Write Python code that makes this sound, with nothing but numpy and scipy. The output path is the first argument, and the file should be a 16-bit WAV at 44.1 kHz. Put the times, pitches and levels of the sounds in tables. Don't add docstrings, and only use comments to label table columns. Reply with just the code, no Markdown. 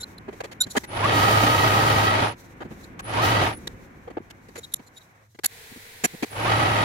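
import sys
import numpy as np
from scipy import signal
from scipy.fft import rfft, irfft, next_fast_len
from scipy.io import wavfile
from scipy.ndimage import uniform_filter1d

SR = 44100
rng = np.random.default_rng(int(sys.argv[2]) if len(sys.argv) > 2 else 0)


def log_audio(samples):
    frames = np.atleast_2d(samples).T
    limited = np.clip(frames, -1, 1)
    pcm = np.round(limited * 32767).astype(np.int16)
    wavfile.write(sys.argv[1], SR, pcm)


N = 301644
TIME = np.arange(N) / SR
SPIN_UP_S, TOOTH_HZ = .208, 1288

# (on t/s, off t/s, at rest t/s, gear level/dB, hum level/dB, starting strain/dB re gears)
SPINDLE_RUNS = [(0.867, 2.335, 2.353, -20.5, -29.5, -5.5), (3.023, 3.595, 3.565, -20.5, -27.5, -13.5),
                (6.295, 7, 7, -20.5, -28, -16)]
# (bite t/s, exit t/s, hiss level/dB, easing by the end/dB, load on the drive 0-1)
TOOL_PASSES = [(1.119, 2.063, -32, -4, 0.99), (3.209, 3.323, -29.5, -7.5, 0.6), (3.4, 3.455, -43, 0, 0.03)]


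def spindle(brake_s=.125, sag_hz=27.12):
    speed = sum(ramp(on, SPIN_UP_S) * (1 - ramp(rest - brake_s, brake_s))
                for on, _, rest, *_ in SPINDLE_RUNS)
    load = sum(share * tool_force(bite, leave, easing_db)
               for bite, leave, _, easing_db, share in TOOL_PASSES)
    return speed, load, TOOTH_HZ * speed - sag_hz * load


def gearbox(drive, level_db=-.55, rattle_db=1.5, dull_hz=11000):
    # (f/Hz, spectral level/dB)
    spectrum = [(20, -21), (45, -16.5), (100, -7.5), (200, -12), (300, -11), (700, -9.5), (1100, -12),
                (1260, -6.5), (1480, -13.5), (2300, -16), (3200, -21), (5000, -28.5), (8000, -38.5),
                (15500, -40)]
    # (f/Hz, width/Hz, level/dB re the rattle)
    headstock = [(294, 50, -5), (482, 50, -5), (742, 55, -1), (915, 70, -4), (1750, 50, -5), (1920, 50, -4),
                 (2538, 55, -3), (3186, 55, 0), (4480, 130, -4), (6450, 60, 3)]
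    def colour(hz):
        casting = np.sqrt(1 + 2 * modal_power(hz, headstock)) * ripple(hz, depth_db=2, spacing_hz=44.86)
        return amp(read(spectrum, hz)) * casting / np.hypot(1, (hz / dull_hz) ** 3)
    return amp(level_db) * drive * noise(colour, force=amp(rattle_db * wander(110)))


def gear_whine(drive, mesh_hz, load, level_db=-6, load_db=5.5, flare_db=8, flare_hz=1185, lag_rad=2.42):
    acceleration = uniform_filter1d(np.gradient(mesh_hz) * SR, size=1000)
    torque = np.clip(acceleration * SPIN_UP_S / TOOTH_HZ, 0, 1)
    waver = .016 * wander(85)
    judder = .028 * torque * wander(60)
    phase = phase_of(mesh_hz * (1 + waver + judder))
    flutter = unit(amp(3 * wander(45)))
    radiation = np.clip((mesh_hz - 780) / 140, 0, 1)
    strain = run_gain(column=5) * torque * (1 + amp(flare_db) * peak(mesh_hz, flare_hz, width_hz=49))
    steady = amp(level_db + load_db * load) * np.sin(phase + np.array([[-lag_rad], [lag_rad]]) / 2)
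    return drive * radiation * flutter * (steady + strain * np.sin(phase))


def gear_train(drive, mesh_hz, waver=.0167, flutter_db=3):
    orders = [1.5, 2, 2.5, 3, 3.5, 5.1]
    levels = [-12.5, -21.5, -18.5, -21, -23.5, -33.5]
    phase = phase_of(mesh_hz * (1 + waver * wander(99)))
    notes = sum(amp(db) * np.sin(order * phase + rng.random((2, 1)) * np.pi)
                for order, db in zip(orders, levels))
    return drive * unit(amp(flutter_db * wander(60))) * notes


def motor(drive, hum_hz=107.1, level_db=-1, waver=.054, throb_db=-.9):
    phase = phase_of(hum_hz * (1 + waver * wander(25.7)))
    return drive * amp(level_db) * unit(np.sin(phase) * amp(throb_db * wander(39)))


def cutting(tear_db=-.5, surge_db=1):
    # (f/Hz, spectral level/dB)
    chip = [(1500, -23), (3000, -6.5), (4400, -0.5), (5600, -4.5), (7300, -7.5), (8250, -15), (8950, -3),
            (9500, -12), (10900, -13.5), (11900, -6.5), (15500, -12.5)]
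    force = sum(amp(db) * tool_force(bite, leave, easing_db)
                for bite, leave, db, easing_db, _ in TOOL_PASSES)
    return force * amp(surge_db * wander(30)) * wash(chip, force=amp(tear_db * wander(300)))


def tool_force(bite, leave, easing_db, bite_s=.039, release_s=.037):
    easing = amp(easing_db * ramp(bite, leave - bite))
    release = np.exp(-np.maximum(TIME - leave, 0) / release_s)
    return ramp(bite, bite_s) * easing * release


def drive_whistle(centre_hz=10040, width_hz=480, level_db=-48, flutter_db=2, switch_s=.018):
    powered = sum(ramp(on, switch_s) - ramp(off - switch_s, switch_s) for on, off, *_ in SPINDLE_RUNS)
    gain = amp(level_db + flutter_db * wander(31))
    return gain * powered * noise(lambda hz: peak(hz, centre_hz, width_hz) ** 3)


def knocks(thud_width_hz=310, chatter_db=2, lead_s=.0015):
    # (t/s, duration/s, thud f/Hz, thud level/dB, chatter level/dB, tilt from band to band/dB)
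    blows = [(0.282, 0.02, 345, -33, -51, -11), (0.327, 0.021, 440, -43.5, -53.5, -2),
             (.405, .012, 525, -32, -39, -4), (0.438, .024, 448, -38.5, -44.5, 0),
             (.515, 0.021, 505, -50, -47.5, 1.5), (0.665, .016, 190, -39, -50.5, 1),
             (.753, .021, 408, -31.5, -38.5, -10.5), (.767, .017, 302, -22.5, -26, 1),
             (0.835, 0.02, 240, -45, -44, 1), (2.605, 0.032, 300, -39.5, -47.5, -9.5),
             (2.649, 0.02, 171, -36.5, -58.5, -8), (2.708, 0.024, 181, -39, -56, -5),
             (2.993, 0.015, 504, -59, -40, -1), (3.673, 0.0071, 270, -38.5, -39, 6.5),
             (4.076, 0.015, 525, -37, -54.5, -11), (4.102, 0.016, 347, -40.5, -54, -6),
             (4.17, .016, 386, -28.5, -49.5, -17.5), (4.203, .011, 238, -40, -73, -10),
             (4.303, 0.013, 340, -62, -49, 2.5), (4.486, 0.011, 286, -46.5, -56.5, 2.5),
             (4.556, .017, 365, -45, -44, 0), (4.576, .022, 455, -40, -50.5, 4),
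             (4.793, 0.017, 290, -45, -58, -6), (5.347, 0.016, 175, -54.5, -61, -0.5),
             (5.39, 0.0079, 322, -40, -47, -1), (5.436, .028, 201, -46, -33.5, 4.5),
             (5.718, 0.0092, 209, -44, -64, 0), (5.762, 0.017, 185, -44.5, -63, 0),
             (6.039, 0.023, 264, -26, -25.5, 2), (6.138, 0.017, 239, -38, -57, -1),
             (6.226, 0.022, 295, -25, -34, -1)]
    # (f/Hz, width/Hz, level/dB re the chatter)
    chuck = [(790, 140, 5), (1213, 31, 10), (1458, 61, 1), (1675, 48, 10), (2060, 260, 7.5),
             (2580, 78, 5.5), (3140, 54, 8), (4448, 54, 9), (6700, 77, 12), (12400, 190, -7)]
    # (lower f/Hz, upper f/Hz)
    bands = [(550, 1400), (1400, 4000), (4000, 14000)]
    def colour(hz, low_hz, high_hz):
        body = ripple(hz, depth_db=3, spacing_hz=160.5) * np.sqrt(1 + modal_power(hz, chuck)) / (hz + 100)
        return body / np.hypot(1, (low_hz / (hz + 1)) ** 6) / np.hypot(1, (hz / high_hz) ** 6)
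    out = np.zeros((2, N))
    for start, length, thud_hz, thud_db, steel_db, tilt_db in blows:
        shape = contact(length, lateness=.74)
        size = len(shape)
        thud = noise(lambda hz: peak(hz, thud_hz, thud_width_hz) ** 3, size=size)
        sound = amp(thud_db) * unit(shape * thud)
        force = amp(chatter_db * wander(330, size))
        for edges, band_db in zip(bands, [-1 - tilt_db, 2, -4 + tilt_db]):
            chatter = noise(lambda hz: colour(hz, *edges), force, size)
            sound += amp(steel_db + band_db) * unit(shape * chatter)
        add(out, start - lead_s, sound)
    return out


def clinks(jaw_hz=1470, jaw_db=-20, grit_width_hz=850, detune=.0058, hard_contact_s=.011, lead_s=.0031):
    # (t/s, duration/s, lowest steel mode f/Hz, its level/dB, upper level/dB, grit/dB re ring)
    contacts = [(.002, 0.023, 3793, -43, -42.5, -5), (0.03, 0.015, 4110, -33.5, -49, -10),
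                (.183, 0.004, 4080, -43.5, -60, -3), (0.606, 0.019, 3746, -20.5, -23, -21),
                (0.621, 0.029, 4050, -33, -44, -6.5), (.701, 0.025, 4090, -43.5, -41.5, 6),
                (2.832, 0.021, 4060, -52.5, -58, 12), (3.675, 0.0051, 3720, -31.5, -57, 18),
                (4.562, 0.014, 4070, -53, -59, 0), (4.575, 0.024, 3780, -55, -45.5, -4),
                (4.632, .024, 3780, -41, -51.5, -8), (4.72, 0.012, 3800, -53.5, -57, 0),
                (4.7401, 0.0047, 3730, -29, -27.5, 0), (4.756, 0.016, 3770, -60, -51.5, 7),
                (4.863, 0.025, 4130, -61, -59, 2), (4.964, 0.025, 3790, -48.5, -53.5, -4),
                (5.01, .018, 3830, -58.5, -74, 2), (5.4455, .0045, 4304, -26.5, -29.5, 8),
                (5.459, 0.0066, 4270, -30, -22, 6), (6.039, .023, 3940, -48, -23.5, -5)]
    # (f/Hz, level/dB)
    upper_modes = [
        [(5800, -11), (7115, 0), (7360, -14), (8880, -19)],
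        [(10250, -13), (11090, 0), (11700, -7), (12160, -12)],
    ]
    out = np.zeros((2, N))
    for start, length, lowest_hz, low_db, upper_db, grit_db in contacts:
        shape = contact(length, lateness=1.46)
        size = len(shape)
        t = np.arange(size) / SR * (1 + detune * rng.standard_normal())
        top_db = upper_db - 4 * np.log2(length / hard_contact_s)
        groups = [[(lowest_hz, 0), (jaw_hz, jaw_db)]] + upper_modes
        for modes, group_db in zip(groups, [low_db, upper_db, top_db]):
            ring = unit(sum(steel_mode(t, f, db) for f, db in modes))
            grit = noise(lambda hz: sum(amp(db) * peak(hz, f, grit_width_hz) ** 2 for f, db in modes),
                         size=size)
            add(out, start - lead_s, amp(group_db + low_db * 0) * unit(shape * (ring + amp(grit_db) * grit)))
    return out * amp([[-.8], [.6]])


def steel_mode(t, hz, level_db, spread_db=3, ear_cycles=.46, jitter_rad=.22):
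    gain = amp(level_db + spread_db * rng.standard_normal((2, 1)))
    cycles = hz * t + rng.random() + rng.random((2, 1)) * ear_cycles
    return gain * np.sin(2 * np.pi * cycles + jitter_rad * wander(263, len(t)))


def contact(length, lateness, edge_s=.0037):
    progress = np.linspace(0, 1, int((length + edge_s) * SR))
    return unit(np.sin(np.pi * progress ** lateness).clip(0) ** .71)


def room(x, wet_db=-33, t60_s=.07):
    t = np.arange(SR // 5) / SR
    tail = rng.standard_normal((2, len(t))) * amp(-60 * t / t60_s)
    return x + amp(wet_db) * signal.fftconvolve(x, tail / np.linalg.norm(tail[0]), axes=1)[:, :N]


def hands(touch_db=-69, gain_db=-1, swell_db=3):
    # (middle t/s, duration/s, level/dB)
    strokes = [(0.09, 0.18, -71), (0.368, 0.073, -60), (0.779, 0.13, -48), (2.434, 0.12, -59),
               (2.777, 0.22, -60.5), (3.69, 0.39, -66.5), (4.664, 0.24, -63), (5.046, 0.13, -65)]
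    # (f/Hz, spectral level/dB)
    rustle = [(1500, -24), (3200, -6), (3900, 1.5), (4800, -5.5), (6000, 1.5), (7150, -2), (8200, -4.5),
              (9500, -8.5), (11500, -5), (13000, -5), (15500, -10.5)]
    rubbing = sum(amp(db) * np.exp(-(2 * (TIME - middle) / length) ** 2) for middle, length, db in strokes)
    return (amp(touch_db) + rubbing) * amp(gain_db + swell_db * wander(16)) * wash(rustle)


def shop(rumble_gain_db=7, fan_gain_db=3):
    # (t/s, rumble level/dB, fan level/dB)
    course = [(.1, -55.5, -54.5), (2.45, -56, -56), (2.8, -53, -54), (3.61, -49, -54), (4.0, -57, -57),
              (4.65, -61, -60), (5.23, -72.5, -61), (5.3, -83, -76.5)]
    # (f/Hz, spectral level/dB)
    rumble_spectrum = [(12, -49.5), (20, -13.5), (48, -2.5), (182, -1), (231, -3), (365, -5.5), (420, -12),
                       (551, -13), (600, -26), (780, -55.5), (1320, -120)]
    # (f/Hz, spectral level/dB)
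    fan_spectrum = [(250, -22.5), (500, 1), (900, 0), (1400, -0.5), (2250, -2), (2750, -12), (4000, -24.5),
                    (8000, -38.5)]
    times, rumble_db, fan_db = np.transpose(course)
    rumble = amp(rumble_gain_db + np.interp(TIME, times, rumble_db)) * wash(rumble_spectrum)
    fan = amp(fan_gain_db + np.interp(TIME, times, fan_db)) * wash(fan_spectrum)
    return rumble + fan


def late_hiss(start_s=5.455, rise_s=.078, level_db=-45.5):
    # (f/Hz, spectral level/dB)
    spectrum = [(30, -6), (95, -6), (200, -8), (360, -11), (450, 1.5), (560, -9), (830, -6.5), (1270, -10),
                (1480, -5), (1980, -0.5), (2550, -5), (2850, -9), (4100, -6), (4500, -9.5), (5400, -12),
                (12300, -13), (15500, -15.5)]
    return amp(level_db) * ramp(start_s, rise_s) * wash(spectrum)


def shop_drone(hum_hz=104, width_hz=25, level_db=-61):
    return amp(level_db) * noise(lambda hz: peak(hz, hum_hz, width_hz) ** 2)


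def noise(colour, force=1., size=N, lag_rad=.24):
    # (f/Hz, left-right correlation)
    coherence = [(100, 0.98), (200, 0.86), (290, 0.69), (420, 0.79), (520, 0.59), (600, -0.31), (740, 0.58),
                 (850, -0.1), (970, 0.23), (1300, -0.6), (1600, 0.00054), (1950, -0.041), (2500, 0.04),
                 (5000, -0.0088)]
    count = next_fast_len(size)
    hz = np.fft.rfftfreq(count, 1 / SR)
    a, b = rfft(rng.standard_normal((2, size)) * force, count)
    correlation = read(coherence, hz)
    mid, side = a * np.sqrt(1 + correlation), b * np.sqrt(1 - correlation)
    left_delay = np.exp(-1j * lag_rad * np.tanh(hz / 300))
    spectra = np.array([(mid + side) * left_delay, mid - side]) * colour(hz)
    return unit(irfft(spectra, count)[:, :size])


def wash(spectrum, force=1.):
    return noise(lambda hz: amp(read(spectrum, hz)), force)


def peak(hz, centre_hz, width_hz):
    return 1 / np.hypot(1, (hz ** 2 - centre_hz ** 2) / (hz * width_hz + 1e-6))


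def modal_power(hz, modes):
    return sum((amp(db) * peak(hz, f, width)) ** 2 for f, width, db in modes)


def ripple(hz, depth_db, spacing_hz):
    grid = np.arange(0, SR / 2, spacing_hz)
    return amp(depth_db * np.interp(hz, grid, rng.standard_normal(SR // 20 + 1)[:len(grid)]))


def wander(rate_hz, size=N):
    hz = np.fft.rfftfreq(size, 1 / SR)
    return unit(irfft(rfft(rng.standard_normal(size)) / (1 + (hz / rate_hz) ** 4), size))


def run_gain(column):
    runs = np.array(SPINDLE_RUNS)
    return amp(runs[:, column])[np.searchsorted(runs[1:, 0], TIME)]


def phase_of(hz):
    return 2 * np.pi * np.cumsum(hz) / SR


def ramp(start, length):
    return np.clip((TIME - start) / length, 0, 1)


def read(points, hz):
    f, value = np.transpose(points)
    return np.interp(np.log(hz + 1), np.log(f + 1), value)


def add(mix, start_s, sound):
    part = mix[:, max(round(start_s * SR), 0):][:, :sound.shape[1]]
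    part += sound[:, :part.shape[1]]


def amp(db):
    return 10 ** (np.asarray(db) / 20)


def unit(x):
    return x / np.sqrt(np.mean(x ** 2) + 1e-20)


def scene():
    speed, load, mesh_hz = spindle()
    gear_drive = run_gain(column=3) * speed ** 1.166 * amp(1.5 * load)
    hum_drive = run_gain(column=4) * speed ** 1.15 * amp(4.5 * load)
    gears = gearbox(gear_drive) + gear_whine(gear_drive, mesh_hz, load) + gear_train(gear_drive, mesh_hz)
    lathe = (gears + cutting() + drive_whistle()) * amp([[-.5], [.5]]) + motor(hum_drive)
    return lathe + room(knocks() + clinks()) + shop() + hands() + late_hiss() + shop_drone()


def record(dry):
    lowpass = signal.firwin(511, 15900, window=("kaiser", 9), fs=SR)
    return signal.oaconvolve(dry, lowpass[None], "same")


dry = scene()
out = record(dry)
log_audio(out)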